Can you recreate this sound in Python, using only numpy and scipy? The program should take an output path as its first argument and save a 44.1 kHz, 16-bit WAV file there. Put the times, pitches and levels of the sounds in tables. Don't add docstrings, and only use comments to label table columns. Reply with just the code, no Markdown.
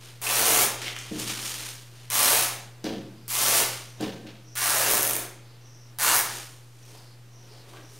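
import sys
import numpy as np
from scipy import signal
from scipy.fft import rfft, irfft, next_fast_len
from scipy.io import wavfile
from scipy.ndimage import uniform_filter1d, map_coordinates

SR = 44100
rng = np.random.default_rng(int(sys.argv[2]) if len(sys.argv) > 2 else 0)


def log_audio(samples):
    frames = np.atleast_2d(samples).T
    limited = np.clip(frames, -1, 1)
    pcm = np.round(limited * 32767).astype(np.int16)
    wavfile.write(sys.argv[1], SR, pcm)


N = 352359

# start_s, first_thread_db [relative], swell_s, end_s, full_level_db [relative],
# sag_db_per_s, stopping_db_per_s, opening_slack and final_slack [octaves below TAUT_HZ],
# slackening_s, cloth_resonance_db, strip_resonance_db
CLOTH_PULLS = [(0.2165, -17, 0.036, .64, -26.5, -17, 400, 1.68, 2.17, 0.13, 0.5, -1),
               (2.102, -17, 0.041, 2.422, -20, 4.5, 174, 1.43, 2.01, 0.17, -0.5, -1),
               (3.2804, -20, 0.028, 3.599, -26, -16.5, 205, 0.94, 2.38, 0.18, -2.5, -4),
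               (4.5543, -29, 0.046, 5.22, -23, 7.5, 300, 1.04, 2.76, 0.24, 0, 5.5),
               (5.9868, -19, 0.022, 6.2, -21, 10, 400, 1.62, 1.66, 0.12, 3, 6.5)]
# start_s, end_s, level_db [relative], threads_per_s [at first],
# fine_stream_lost_db [by the end]
THREAD_RUNS = [(.575, .665, -8, 125, 7), (2.29, 2.41, -10, 110, 3), (3.54, 3.62, -14, 110, 2),
               (4.9, 5.17, -6.5, 115, 11), (6.14, 6.215, -6, 150, 9)]
# pitch_hz, level_db
THREAD_COLOUR = [(150, 12), (400, 7.5), (800, 2.5), (1800, -0.5), (3600, -1.5), (5500, -1), (6400, 1),
                 (8000, -2), (8800, 4), (9700, -0.5), (10700, 2), (15000, -4), (16000, 0.5)]
# pitch_hz, level_db
LOUD_COLOUR = [(1000, -4), (5000, -4.5), (12000, 4.5), (16000, 5)]
# pitch_hz, level_db
RUMBLE_COLOUR = [(20, -34.0), (100, -15.5), (200, -21.5), (400, -18.0), (900, -78)]
# start_s, level_db [relative], pitch_hz, t60_s, sharpness [Q]
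CRACKLE_EVENTS = [(0.266, -25.5, 2630, 0.095, 12), (0.296, -24, 2560, 0.073, 5.2),
                  (.816, -29, 2300, 0.076, 1), (0.861, -31.5, 2850, 0.12, 3),
                  (0.88, -19, 2310, 0.0094, 2.6), (.964, -15.5, 2170, 0.0076, 1.1),
                  (.987, -26.5, 6450, 0.015, 3), (1.197, -21.5, 7050, 0.022, 1.4),
                  (1.276, -31, 5140, 0.042, 1.2), (2.842, -21, 4550, 0.0095, 1.7),
                  (4.008, -29.5, 3700, 0.025, 0.92), (4.27, -34, 2180, 0.013, 1.85),
                  (6.95, -40.5, 880, 0.017, 2.2), (7.708, -51, 3120, .02, 4.6),
                  (7.735, -38.5, 903, 0.025, 1.1), (7.769, -42, 1300, 0.043, 1.5)]
# start_s, level_db [relative], contact_s
TABLE_KNOCKS = [(1.1129, -10, 0.0011), (1.14, -26, 0.00057), (1.158, -26, 0.00066), (1.199, -27, 0.00046),
                (1.22, -27, 0.001), (1.295, -29, 0.00065), (2.8413, -22.5, 0.00019), (2.864, -27, 0.0001),
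                (2.904, -21.5, 0.00037), (2.925, -21, 0.00045), (2.949, -31.5, 0.00055),
                (2.984, -28, .0005), (3.061, -39, 0.00048), (4.0036, -21, 0.00025), (4.026, -22, 0.00025),
                (4.08, -28, 0.00014), (4.25, -35, 0.00023)]
# pitch_hz, width_hz, level_db
TABLE_MODES = [(132, 16, -8.5), (167, 45, -10), (207, 25, 1.5), (262, 22, -3), (313.4, 29, 2.5),
               (461, 34, -1), (541, 29, -2), (673, 30, -4), (763, 24, -3), (975, 29, -10), (1560, 19, 0.5),
               (1782, 20, 1.5)]
# start_s, rise_s, hold_s, level_db [relative],
# bright_edge_db and low_drag_db [both relative to level_db]
SLIDE_STROKES = [(0, 0.028, .06, -47.5, -1.5, -7), (0.788, 0.05, 0.043, -34, -6, -8.5),
                 (0.964, 0.031, 0.19, -44, -3, -7), (1.158, 0.045, .02, -35, 2, -6),
                 (1.27, .01, .01, -30, -0.5, -10.5), (1.308, 0.086, 0.29, -37.5, 1.5, -10.5),
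                 (1.41, 0.045, 0.048, -39.5, 7.5, -10), (1.925, .03, 0.11, -52, -3.5, -12),
                 (2.847, 0.0087, 0.0088, -34, -16, -1), (3.69, 0.038, 0.0079, -36.5, 0.5, -26),
                 (4.003, .02, 0.015, -35, -12.5, 1.5), (4.264, 0.0034, 0.011, -45, -20, -4),
                 (5.4, 0.13, 0.14, -61, -25, -1), (6.228, 0.019, 0.13, -39.5, 4, -6),
                 (6.74, 0.17, 0.066, -55, 3, 2), (7.357, 0.17, 0.074, -55, -4.5, 3.5),
                 (7.669, 0.017, .03, -54, -1.5, 4), (7.737, 0.011, 0.047, -53, -16, 6),
                 (7.88, .05, .1, -59.5, 8.5, 1)]
# pitch_hz, level_db [per Hz]
PAPER_COLOUR = [(530, -18), (900, 2.5), (1160, 3.5), (1270, 5), (1910, 5.5), (3010, 9.5), (4180, 6),
                (6230, -2), (7500, -20), (9750, -53), (16500, -120)]
# pitch_hz, level_db [per Hz]
EDGE_COLOUR = [(3240, -12), (5500, -0.5), (6970, 2.5), (7830, -2), (8790, 4.5), (9530, 0), (15000, -7.5),
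               (16000, -15)]
# pitch_hz, level_db [per Hz]
DRAG_COLOUR = [(200, 3), (350, 14), (600, 9.5), (1100, 2.5), (1800, -17)]
# pitch_hz, level_db [per Hz]
LEGS_COLOUR = [(35, -25), (50, -14), (62, 17), (85, -18), (150, -70)]
# pitch_hz, t60_s
ROOM_DECAY = [(150, 0.95), (500, 0.63), (2000, 0.6), (6000, 0.5), (14000, 0.28)]
# start_s, length_s, level_db [at the opening], pitch_hz [at the opening],
# fall_hz [by the end], blur [0 to 1, at the opening]
BIRD_CALLS = [(3.145, 0.23, -61.5, 4920, 100, .6), (3.852, 0.19, -57, 5900, 200, 0.3),
              (4.445, 0.24, -52.5, 5760, 101, 0.4), (5.42, 0.2, -60, 4500, 203, 0.8),
              (5.62, .32, -54.5, 5840, 250.2, 0.4), (6.8, 0.18, -56, 5785, 200, .5),
              (6.92, 0.27, -55.5, 5000, 503, .9), (7.3, .24, -55.5, 5870, 199, 0.3),
              (7.458, .22, -54.5, 5010, 700, .9), (7.8, 0.27, -56, 5800, 300, .5)]
# offset_hz, level_db
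NARROW_SPREAD = [(150, 0), (300, -4), (600, -23), (1500, -70)]
WIDE_SPREAD = [(300, 0), (700, -5), (1400, -20), (2500, -70)]
# time_s, level_db [rms]
HUM_LEVEL = [(0, -50.5), (.4, -46.5), (1.5, -48), (1.95, -49), (2.5, -47.5), (2.95, -50), (3.7, -47),
             (4.36, -50), (5.07, -46), (5.35, -50), (7.99, -50)]
# pitch_hz, level_db [per Hz]
HISS_COLOUR = [(12, -65.5), (20, -28), (55, -19), (123, -11), (146, -12), (255, -15), (357, -11.5),
               (399, -15), (472, -14), (513, -17.5), (1610, -22), (2200, -23.5), (4940, -27), (14700, -35),
               (16000, -48)]
# pitch_hz, level_db
HISS_SIDE_COLOUR = [(60, -31), (200, -19), (700, -11), (2400, -7.5), (5000, -10.5), (15000, -6)]

TAUT_HZ = 3000
STRIP_HZ = 1630
STRIP_FADE_S = 0.38
OPENING_DB = 11.5
BIG_DB, BIG_GROWS_DB = -11.5, 2.5
RUN_SLOWS, RUN_SCATTER = .03, .3
RUN_FADE_DB, RUN_SPREAD_DB = 4, 2
SHUDDER_T60_S = 0.044
SLIDE_RISE_DB, SLIDE_FADE_DB_PER_S = 9.5, 94
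CALL_RISE_S, CALL_FALL_S = .04, 0.054
CALL_SAG_DB, BLUR_GROWS = 3.5, 0.34
FALL_BEND = 1.3
HUM_HZ = 120
TOP_HZ = 15850


def tearing():
    level_db, slack, boost_db, big_db, strip_db = pulled()
    stream = grains(3000, .0005, 3) + amp(big_db) * grains(300, .0006, 2)
    lurch_db = .6 * wobble(50)
    size, thin_db = loud_threads()
    loud = shaped(bursts(size, .0009), LOUD_COLOUR)
    snaps = amp(level_db - thin_db + lurch_db) * stream + loud
    rumble = shaped(snaps, RUMBLE_COLOUR)
    pitch_hz = TAUT_HZ / 2 ** slack
    return cloth(shaped(snaps, THREAD_COLOUR), pitch_hz, boost_db, strip_db) + rumble


def pulled():
    columns = np.transpose(CLOTH_PULLS)[..., None]
    start, _, swell, end, full_db, sag, stop, slack_from, slack_to, slackens, boost_db, strip_db = columns
    age = np.arange(N) / SR - start
    since = np.clip(age, 0, None)
    done = np.clip(age / (end - start), 0, 1)
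    level_db = full_db - OPENING_DB * np.exp(-since / swell) - sag * since
    level_db -= stop * np.clip(age + start - end, 0, None)
    level_db = np.where(age < 0, -200, np.maximum(level_db, -150))
    slack = slack_to + (slack_from - slack_to) * np.exp(-since / slackens)
    big_db = BIG_DB + BIG_GROWS_DB * done
    return loudest(level_db, slack, boost_db + 0 * age, big_db, strip_db * np.exp(-since / STRIP_FADE_S))


def loud_threads():
    size, thin_db, t = np.zeros(N), np.zeros(N), np.arange(N) / SR
    for start, db, *_ in CLOTH_PULLS:
        size[round(start * SR)] = amp(db - 6)
    for start, end, db, rate, lost_db in THREAD_RUNS:
        shift, spread = rng.uniform(-1, 1, (2, 40))
        k = np.arange(len(shift)) + .5 + RUN_SCATTER * shift
        snap_s = start + k * (1 + RUN_SLOWS * k) / rate
        done = (snap_s - start) / (end - start)
        snap_db = db - 5.5 - RUN_FADE_DB * done ** 2 + RUN_SPREAD_DB * spread
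        inside = snap_s < end
        size[(snap_s[inside] * SR).astype(int)] = amp(snap_db[inside])
        thin_db += lost_db * np.clip((t - start) / (end - start), 0, 1) * (t < end + .5)
    return size, thin_db


def cloth(x, pitch_hz, boost_db, strip_db):
    hz, t, z = signal.stft(x, SR, nperseg=256)
    at = np.minimum((t * SR).astype(int), N - 1)
    octaves = np.log2((hz[:, None] + 1) / pitch_hz[at])
    strip_octaves = np.log2((hz[:, None] + 1) / STRIP_HZ)
    gain_db = boost_db[at] * np.exp(-(octaves / .5) ** 2)
    gain_db += 16 * np.clip(octaves + 0.21, -2.2, 0)
    gain_db += strip_db[at] * np.exp(-(strip_octaves / 0.35) ** 2)
    return signal.istft(z * amp(gain_db), SR, nperseg=256)[1][:N]


def crackles():
    out, t = np.zeros(N + SR), np.arange(SR // 8) / SR
    for s, db, hz, t60, sharpness in CRACKLE_EVENTS:
        resonance = signal.iirpeak(hz, max(sharpness, .7), SR)
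        burst = unit(signal.lfilter(*resonance, rng.standard_normal(len(t))))
        onset = 1 - np.exp(-t / 0.0012)
        out[round(s * SR):][:len(t)] += amp(db - 60 * t / t60) * burst * onset
    return out[:N]


def knocks():
    force, t = np.zeros(N + SR), np.arange(SR // 2) / SR
    for s, db, contact in TABLE_KNOCKS:
        blow = 3 * rng.standard_normal(len(t)) * amp(-60 * t / SHUDDER_T60_S)
        blow[0] = 90
        keep = np.exp(-1 / (contact * SR))
        softened = signal.lfilter([(1 - keep) ** 2], [1, -2 * keep, keep ** 2], blow)
        force[round(s * SR):][:len(t)] += amp(db + 2) * softened
    return ringing(force[:N], TABLE_MODES)


def sliding():
    body, edge, drag = stroked()
    rub = grains(4000, .002, 1.5)
    paper = body * coloured(rub, PAPER_COLOUR)
    bright = edge * coloured(rub, EDGE_COLOUR)
    low = drag * coloured(rng.standard_normal(N), DRAG_COLOUR)
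    legs = body * amp(-27) * coloured(rng.standard_normal(N), LEGS_COLOUR)
    return amp(-5 + 0.17 * wobble(33)) * (paper + bright + low + legs)


def stroked():
    start, rise, hold, db, edge_db, drag_db = np.transpose(SLIDE_STROKES)[..., None]
    age = np.arange(0, N, 32) / SR - start
    level_db = db - SLIDE_RISE_DB * np.clip(1 - age / rise, 0, 8)
    level_db -= SLIDE_FADE_DB_PER_S * np.clip(age - rise - hold, 0, None)
    gains = [np.linalg.norm(amp(level_db + part_db), axis=0) for part_db in (0, edge_db, drag_db)]
    return [np.repeat(gain, 32)[:N] for gain in gains]


def room(x, count=3):
    hz, t, z = signal.stft(rng.standard_normal((count, SR * 3 // 4)), SR, nperseg=256)
    decay = amp(-60 * t / along(ROOM_DECAY, hz)[:, None])
    tails = signal.istft(z * decay, SR, nperseg=256)[1]
    turn = 3.2 * np.arange(N) / SR + np.arange(count)[:, None] / count
    share = np.cos(np.pi * turn) ** 2 * 2 / count
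    delayed = np.pad(x * np.sqrt(share), ((0, 0), (260, 0)))
    wet = signal.fftconvolve(delayed, tails / np.linalg.norm(tails[0]), axes=1)
    return wet.sum(axis=0)[:N]


def bird():
    db, hz, blur = called()
    narrow = coloured(rng.standard_normal(N), NARROW_SPREAD)
    wide = coloured(rng.standard_normal(N), WIDE_SPREAD)
    turn = np.pi / 2 * np.clip(blur, 0, 1)
    buzz = np.cos(turn) * narrow + np.sin(turn) * wide
    return amp(db) * buzz * np.cos(2 * np.pi * np.cumsum(hz) / SR)


def called():
    start, length, db, hz, fall, blur = np.transpose(BIRD_CALLS)[..., None]
    age = np.arange(N) / SR - start
    done = np.clip(age / length, 0, 1)
    edge = np.minimum(age / CALL_RISE_S, (length - age) / CALL_FALL_S)
    level_db = db - CALL_SAG_DB * done + 12 * np.clip(edge - 1, -8, 0)
    return loudest(level_db, hz - fall * done ** FALL_BEND, blur + BLUR_GROWS * done)


def mains_hum():
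    t = np.arange(N) / SR
    s, db = np.transpose(HUM_LEVEL)
    level_db = np.interp(t, s, db) + .8 * wobble(14)
    return amp(level_db + 3) * np.sin(2 * np.pi * HUM_HZ * t + .2 * wobble(8))


def hiss():
    mid = amp(-57 + .7 * wobble(4)) * coloured(rng.standard_normal(N), HISS_COLOUR)
    side = shaped(amp(-57) * coloured(rng.standard_normal(N), HISS_COLOUR), HISS_SIDE_COLOUR)
    return mid + np.array([side, -side])


def grains(per_second, life, spread_db):
    scatter_db = spread_db * np.clip(rng.standard_normal(N), -2, 2)
    x = bursts((rng.random(N) < per_second / SR) * amp(scatter_db), life)
    power = uniform_filter1d(uniform_filter1d(x ** 2, size=SR // 30), size=SR // 30)
    return x / np.sqrt(np.abs(power) + 1e-4)


def bursts(size, life):
    noise = np.clip(rng.standard_normal(N), -1.8, 1.8)
    return signal.lfilter([1], [1, -np.exp(-1 / (life * SR))], size) * noise


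def loudest(levels_db, *cols):
    pick = np.argmax(levels_db, axis=0)[None]
    return [np.take_along_axis(np.asarray(c), pick, axis=0)[0] for c in (levels_db, *cols)]


def ringing(x, modes):
    def response(f):
        total = 0
        for k, (centre, width, db) in enumerate(modes):
            damping = 1j * f * width
            total = total + (-1) ** k * amp(db) * damping / (centre * centre - f * f + damping)
        return total
    return filtered(x, response)


def coloured(x, spectrum):
    return unit(shaped(x, spectrum))


def shaped(x, spectrum):
    return filtered(x, lambda hz: amp(along(spectrum, hz)))


def filtered(x, response):
    m = next_fast_len(N + SR // 2)
    return irfft(rfft(x, m) * response(np.fft.rfftfreq(m, 1 / SR)), m)[..., :N]


def wobble(rate):
    return map_coordinates(rng.standard_normal(int(N * rate / SR) + 4), [np.arange(N) * rate / SR])


def along(points, hz):
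    f, v = np.transpose(points)
    return np.interp(np.log(hz + 1), np.log(f + 1), v)


def unit(x):
    return x / np.sqrt(np.mean(x ** 2) + 1e-20)


def amp(db):
    return 10 ** (np.asarray(db) / 20)


def scene():
    pulls, thuds = tearing() + crackles(), knocks()
    ring = room(amp(-0.5) * pulls + amp(-1.5) * thuds)
    return pulls + thuds + ring + sliding() + bird() + mains_hum() + hiss()


def record(dry):
    rounded = dry / (1 + np.abs(dry / .5) ** 4) ** (1 / 4)
    return filtered(rounded, lambda hz: np.clip((TOP_HZ - hz) / 150, 0, 1)) - .0018


dry = scene()
out = record(dry)
log_audio(out)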